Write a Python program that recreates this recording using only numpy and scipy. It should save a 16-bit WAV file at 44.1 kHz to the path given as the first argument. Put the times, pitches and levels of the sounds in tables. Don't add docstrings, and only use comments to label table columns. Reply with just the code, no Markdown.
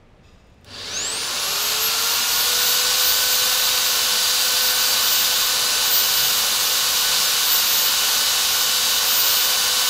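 import sys
import numpy as np
from scipy import signal
from scipy.fft import rfft, irfft, next_fast_len
from scipy.io import wavfile
from scipy.ndimage import uniform_filter1d, map_coordinates

SR = 44100
rng = np.random.default_rng(int(sys.argv[2]) if len(sys.argv) > 2 else 0)


def wav_out(sig):
    wavfile.write(sys.argv[1], SR, np.round(np.clip(np.atleast_2d(sig).T, -1, 1) * 32767).astype(np.int16))


def makeup_ratio(level_db):
    decades = np.asarray(level_db, float) / 20
    return 10 ** decades


N = 436149

BLADES = 29
SPINDLE = 6 / 29
TRIGGER_S, FULL_SPEED = .64, 500


def unit(x):
    return x / np.sqrt(np.mean(x ** 2) + 1e-20)


def along(points, hz):
    f, v = np.transpose(points)
    return np.interp(np.log(hz + 1), np.log(f + 1), v)


def over_time(points):
    s, v = np.transpose(points)
    return np.interp(np.arange(N) / SR, s, v)


def wobble(rate):
    knots = rng.standard_normal(int(N * rate / SR) + 4)
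    return map_coordinates(knots, [np.arange(N) * rate / SR])


def filtered(x, response):
    m = next_fast_len(N + 8192)
    return irfft(rfft(x, m) * response(np.fft.rfftfreq(m, 1 / SR)), m)[:N]


def bumps(modes, hz):
    return [(1 / (1 + (2 * (hz - c) / w) ** 2), db) for c, w, db in modes]


def running(start_s, fade_s=.014):
    return np.clip((np.arange(N) / SR - start_s) / fade_s, 0, 1)


def spin():
    # time in seconds, fan blade passes per second.
    run_up = [(0.62, 821.0), (0.7, 3100.0), (0.84, 4865.0), (1.2, 8956.0), (1.47, 11396.0), (1.65, 12185.0),
              (2.05, 13406.0), (2.55, 14222.0), (3.4, 14586.0), (4.0, 14540.0), (4.6, 14592.0),
              (5.2, 14530.0), (5.8, 14529.0), (6.2, 14492.0), (7.0, 14498.0), (7.8, 14465.0),
              (9.1, 14505.0), (9.89, 14535.0)]
    s, hz = np.transpose(run_up)
    slope = np.gradient(hz, s)
    place = np.interp(np.arange(N) / SR, s, np.arange(len(s)))
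    i = np.minimum(place.astype(int), len(s) - 2)
    u = place - i
    bend = np.diff(s)[i] * u * (1 - u) * ((1 - u) * slope[i] - u * slope[i + 1])
    return (hz[i] + np.diff(hz)[i] * u * u * (3 - 2 * u) + bend) / BLADES


def whistle_db(speed):
    # peak time in seconds, level in dB, half length in seconds.
    swell_rows = [(1.042, -33, 0.11), (2.69, -26, .09), (3.073, -23.5, .09), (3.34, -27, 0.16),
                  (3.62, -31, .12), (3.87, -31, .12), (4.47, -33, .08), (4.67, -27, .08), (4.85, -29, .06),
                  (5.15, -24.5, .14), (5.42, -31, .07), (5.95, -22, 0.098), (6.2, -27, 0.18),
                  (6.68, -31, .12), (6.98, -31, .1), (7.25, -35, .08), (7.53, -22, .08), (7.77, -23, 0.12),
                  (8.117, -33, .14), (8.6, -31, .16), (8.93, -34, .05), (9.2, -23, .13), (9.42, -26, .12),
                  (9.88, -34, .07)]
    t = np.arange(N) / SR
    share = speed / FULL_SPEED
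    climbing = np.clip((1 - share) * 30, 0, 1)
    gap_db = -42
    base = climbing * makeup_ratio(-30) * share ** 2.2 + (1 - climbing) * makeup_ratio(gap_db)
    swells = sum(makeup_ratio(db) * np.exp(-((t - s) / half) ** 2) for s, db, half in swell_rows)
    return 20 * np.log10(base + swells), climbing


def whine(turns, speed):
    # multiple of the turning speed, dB at full speed, power of speed by which
    # it grows, dB gained for each turn per second lost to load.
    strong = [(12 / 29, -59, 2, 0), (1, -39.5, 3.6, -1.8), (2, -54, 2, 0), (3, -35, 2.2, -1.1),
              (6, -37.5, 4, .9), (8, -36, 9, 0)]
    # multiple, dB at full speed, power of speed.
    weak = [(5, -53, 1), (6.414, -48, 4), (7, -41, 2), (7.414, -44, 8), (7.586, -40, 8), (8.586, -45, 4),
            (9.31, -36, 3), (12, -45, 1), (13, -46, 8), (18, -54, 4), (21, -55, 8), (23, -44, 8),
            (24, -53, 4), (26, -52, 2), (28, -53, 8), (30, -47, 3)]
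    # multiple, centre in Hz, width in Hz, dB.
    crossed = [(1, 440, 50, 5), (1, 474, 18, -14), (2, 940, 110, 12), (3, 800, 300, -6), (3, 1140, 100, 2),
               (3, 1270, 50, -9)]
    bites_s, free_speed = 3.4, 503.2
    share = speed / FULL_SPEED

    def tone(k):
        return np.sqrt(2) * np.sin(2 * np.pi * (k * turns + rng.random()) + .2 * wobble(40))

    level_db, climbing = whistle_db(speed)
    level_db = level_db + 3.5 * climbing * wobble(14)
    side_lines = 1 + .12 * np.cos(2 * np.pi * SPINDLE * turns)
    out = makeup_ratio(level_db + 1.5 * wobble(30) + .8 * wobble(200)) * side_lines * tone(BLADES)
    out *= np.clip(speed / 60 - 2, 0, 1)
    sag = (free_speed - speed) * running(bites_s)
    for k, db, steep, load_db in strong:
        modes = [row[1:] for row in crossed if row[0] == k]
        boost_db = sum(w * mode_db for w, mode_db in bumps(modes, k * speed))
        level_db = db + boost_db + load_db * sag + .8 * wobble(2) + 1.2 * wobble(14)
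        out += makeup_ratio(level_db) * share ** steep * tone(k)
    for k, db, steep in weak:
        out += makeup_ratio(db + 2 * wobble(5)) * share ** steep * tone(k)
    return out * running(TRIGGER_S)


def teeth(turns):
    # frequency in Hz, level in dB per Hz.
    tooth_color = [(600, -120), (1000, -14), (2400, -14), (3000, -4), (3900, 0), (4700, -3), (6000, -12),
                   (8000, -18), (12000, -120)]
    pattern = 29
    size = pattern * 64
    count = size // 2 + 1
    strength = makeup_ratio(np.clip(6 * rng.standard_normal(count), -20, 7))
    lines = np.exp(2j * np.pi * rng.random(count)) * strength
    place = (turns + .012 * wobble(12)) * size / pattern
    flaws = map_coordinates(irfft(lines), [place], mode="grid-wrap")
    return unit(filtered(flaws, lambda hz: makeup_ratio(along(tooth_color, hz))))


def roar(turns, speed):
    # dB at full speed, power of speed, share of full speed where it stops growing.
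    work = [
        (-42, 1.4, 0.5),
        (-29.5, 1.67, 0.92),
        (-21.5, 1.83, 1),
        (-27, 2.9, 1),
    ]
    # frequency in Hz, level in dB per Hz.
    rumble_color = [(50, -22), (100, -13), (250, -3.5), (330, -7.5), (430, -4), (600, 2.5), (750, -9),
                    (1000, -11), (2000, -120)]
    drone_color = [(300, -120), (550, -18.5), (750, -2.5), (1100, -2.5), (1500, -1), (1900, -7.5),
                   (2300, -6.5), (3000, -1), (5000, -120)]
    grind_color = [(1000, -39), (1700, -17), (2100, -12), (2900, -5.5), (4000, -1.5), (4700, -2),
                   (5400, -3), (6500, -4.5), (7800, -7), (9000, -18.5), (11000, -22), (16000, -120)]
    air_color = [(2500, -120), (4500, -20), (6500, -6), (8500, -.5), (10000, -1), (13500, 0), (15000, -1.5),
                 (15800, -5)]
    # centre in Hz, width in Hz, boost in dB.
    housing = [(440, 60, 5), (1100, 130, 6), (1430, 150, 3), (1775, 70, 6), (2350, 120, 2), (2750, 200, 2),
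               (3780, 250, 3), (4250, 250, 2), (4700, 220, 4), (5120, 150, 2), (5850, 300, 2),
               (6500, 250, 4), (7200, 500, 1.5), (8020, 150, 2), (9000, 300, 1.5), (10050, 450, 4.5)]
    # centre in Hz, width in Hz, level in dB.
    shell_modes = [(240, 160, 8), (430, 60, 6), (1680, 200, 7), (4680, 350, 5)]
    beat = (1 + .11 * np.cos(2 * np.pi * turns)) * (1 + .03 * np.cos(2 * np.pi * SPINDLE * turns))
    pulse = beat * makeup_ratio(0.26 * wobble(70) + 0.24 * wobble(400))

    def layer(color):
        def response(hz):
            body_db = sum(w * db for w, db in bumps(housing, hz))
            return makeup_ratio(along(color, hz)) * makeup_ratio(body_db)
        return unit(filtered(pulse * rng.standard_normal(N), response))

    share = speed / FULL_SPEED
    levels = []
    for db, steep, knee in work:
        growth_db = 20 * steep * np.log10(np.minimum(share / knee, 1))
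        levels.append(db + growth_db + 0.34 * wobble(2.51))
    levels[2] += 5 * np.exp(-((share - 0.33) / 0.18) ** 2)
    colors = (rumble_color, drone_color, grind_color, air_color)
    noise = sum(makeup_ratio(db) * layer(color) for db, color in zip(levels, colors))

    treble = filtered(noise, lambda hz: 1 / (1 + (5300 / (hz + 1)) ** 12) / (1 + (hz / 8500) ** 12))
    noise -= treble * (1 - np.clip(speed / 340, 0, 1) ** 1.2)
    shell = filtered(noise, lambda hz: sum(w * makeup_ratio(db) for w, db in bumps(shell_modes, hz)))
    noise += shell * np.clip(1 - speed / 380, 0, 1) * np.clip(speed / 60 - 1, 0, 1)
    return running(TRIGGER_S, fade_s=.02) * (noise + makeup_ratio(levels[2] - 9) * teeth(turns))


def rattle(turns, speed):
    # multiple of the turning speed, level in dB, turns per second where it is loudest,
    # width in turns per second.
    rattle_rows = [(11.8, -43, 245, 65), (17.4, -39, 225, 35), (23.6, -45, 175, 45), (1.44, -47, 390, 60),
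                   (7, -47, 235, 50), (1.44, -50, 290, 20)]
    out = np.zeros(N)
    for k, db, loudest, width in rattle_rows:
        swell = makeup_ratio(db + 1.5 + 3 * wobble(40)) * np.exp(-((speed - loudest) / width) ** 2)
        out += swell * np.sqrt(2) * np.sin(2 * np.pi * k * turns + 1.3 * wobble(130))
    return out * running(TRIGGER_S)


def hand():
    # time in seconds, level in dB.
    slide = [(.22, -75), (.24, -60), (.3, -61), (.36, -61), (.45, -66), (.55, -68), (.63, -70), (.68, -78)]
    # centre in Hz, width in Hz, level in dB.
    squeaks = [(1210, 25, 2), (2620, 70, 1), (3600, 900, -10), (5000, 200, -7), (5700, 600, -16),
               (6900, 500, -13), (8300, 500, -24), (12200, 500, -29)]
    # time in seconds, peak in dB, ringing body in dB.
    ticks = [
        (.335, -66, -12),
        (.39, -70, -12),
        (.447, -70, -12),
        (.47, -64, -12),
        (.5, -66, -12),
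        (.543, -68, -12),
        (.611, -61, -10),
        (.6452, -45, 1),
    ]

    def color(hz):
        hiss = makeup_ratio(-16) * (4000 / (hz + 4000)) ** 2 * (hz > 1500)
        return sum(makeup_ratio(db) * w for w, db in bumps(squeaks, hz)) + hiss

    out = makeup_ratio(over_time(slide) + 1.8 * wobble(59)) * unit(filtered(rng.standard_normal(N), color))
    out *= running(slide[0][0]) * (np.arange(N) < slide[-1][0] * SR)
    t = np.arange(SR // 10) / SR
    for s, db, body_db in ticks:
        fall = makeup_ratio(-60 * t / .012) + makeup_ratio(-14 - 60 * t / .12)
        snap = signal.lfilter([1, .4], 1, rng.standard_normal(len(t))) * fall
        snap = snap - uniform_filter1d(snap, size=28)
        ring = np.sin(2 * np.pi * 3600 * t) * makeup_ratio(-60 * t / .008)
        out[round(s * SR):][:len(t)] += makeup_ratio(db) * (snap + makeup_ratio(body_db + 3) * ring)
    return out


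def tiles(x):
    t = np.arange(SR // 2) / SR
    tail = rng.standard_normal(len(t)) * makeup_ratio(-60 * t / .35) * (t > .004)
    echo = signal.fftconvolve(x, tail / np.linalg.norm(tail))[:N]
    return (x + makeup_ratio(-11) * echo) / np.hypot(1, makeup_ratio(-11))


def room_tone():
    # frequency in Hz, level in dB per Hz.
    quiet_color = [(12, -29), (26, 1.5), (40, -9), (62, -1.5), (101, -4), (129, -7.5), (202, -8.5),
                   (300, -16), (450, -14.5), (906, -21), (1380, -25), (2680, -28), (7000, -44),
                   (15500, -60)]
    # frequency in Hz, rms level in dB.
    hum = [
        (27, -61.5),
        (100, -65),
    ]
    # time in seconds, level in dB.
    buzz = [(.62, -90), (.68, -49), (.95, -53), (1.4, -59), (2, -59.5), (9.89, -71)]
    # time in seconds, level in dB, pitch in Hz.
    thumps = [
        (3.05, -39, 68),
        (4.1, -39, 208.4),
        (6.17, -36.5, 132.6),
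        (7.08, -40, 172),
        (8.42, -48, 100),
    ]
    t = np.arange(N) / SR
    air = unit(filtered(rng.standard_normal(N), lambda hz: makeup_ratio(along(quiet_color, hz))))
    out = makeup_ratio(-50.5 + 0.41 * wobble(3.6)) * air
    for hz, db in hum:
        out += makeup_ratio(db + 1.5 * wobble(4)) * np.sqrt(2) * np.sin(2 * np.pi * hz * t + .8 * wobble(3))
    out += makeup_ratio(over_time(buzz)) * np.sqrt(2) * np.sin(2 * np.pi * 100 * t)
    for s, db, hz in thumps:
        u = np.clip(t - s, 0, None)
        out += makeup_ratio(db - 60 * u / 0.7) * (1 - np.exp(-u / .03)) * np.sin(2 * np.pi * hz * u)
    return out


def scene():
    speed = spin()
    turns = np.cumsum(speed) / SR
    in_room = tiles(roar(turns, speed) + rattle(turns, speed) + hand())
    mono = whine(turns, speed) + in_room + room_tone()
    return np.array([mono, mono])


def masked(x):
    # band in Hz, level in dB.
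    limits = [(13000, -12), (14700, -22), (15100, -25), (15350, -29), (15700, -32)]
    speed = spin()
    hz, t, z = signal.stft(x, SR, nperseg=2048)
    at = np.minimum(t * SR, N - 1).astype(int)
    chance = np.repeat(rng.standard_normal((len(hz) // 8 + 1, len(t))), 8, axis=0)
    chance = chance[:len(hz), np.arange(len(t)) // 2]
    band_hz = (hz // 172 * 172)[:, None]
    lost = whistle_db(speed)[0][at] + 2.6 * chance > along(limits, band_hz)
    lost &= abs(band_hz + 86 - BLADES * speed[at]) > 190
    return signal.istft(z * ~lost, SR, nperseg=2048)[1][:N]


def split_bands(mono):
    out, frame, count, wide_hz = np.array([mono, mono]), 2048, 40, 1900
    hz, fade = np.fft.rfftfreq(frame, 1 / SR), np.hanning(frame) ** 2
    for when, where in zip(rng.uniform(SR, N - frame, count), rng.standard_normal(count)):
        at = round(when)
        lo_hz = max(8700 * np.exp(.3 * where), 5000) - wide_hz / 2
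        inside = (hz > lo_hz) * (hz < lo_hz + wide_hz)
        earlier = irfft(rfft(mono[at - frame:at]) * inside)
        present = irfft(rfft(mono[at:at + frame]) * inside)
        out[1, at:at + frame] += fade * (earlier - present)
    return out


def roll_off(x):
    return signal.sosfilt(signal.butter(12, 16170, fs=SR, output="sos"), x)


def record(dry):
    mono = filtered(dry[0], lambda hz: np.clip((15790 - hz) / 60, 0, 1) ** 2)
    mix = split_bands(masked(mono))
    return roll_off(mix)


dry = scene()
out = record(dry)
wav_out(out)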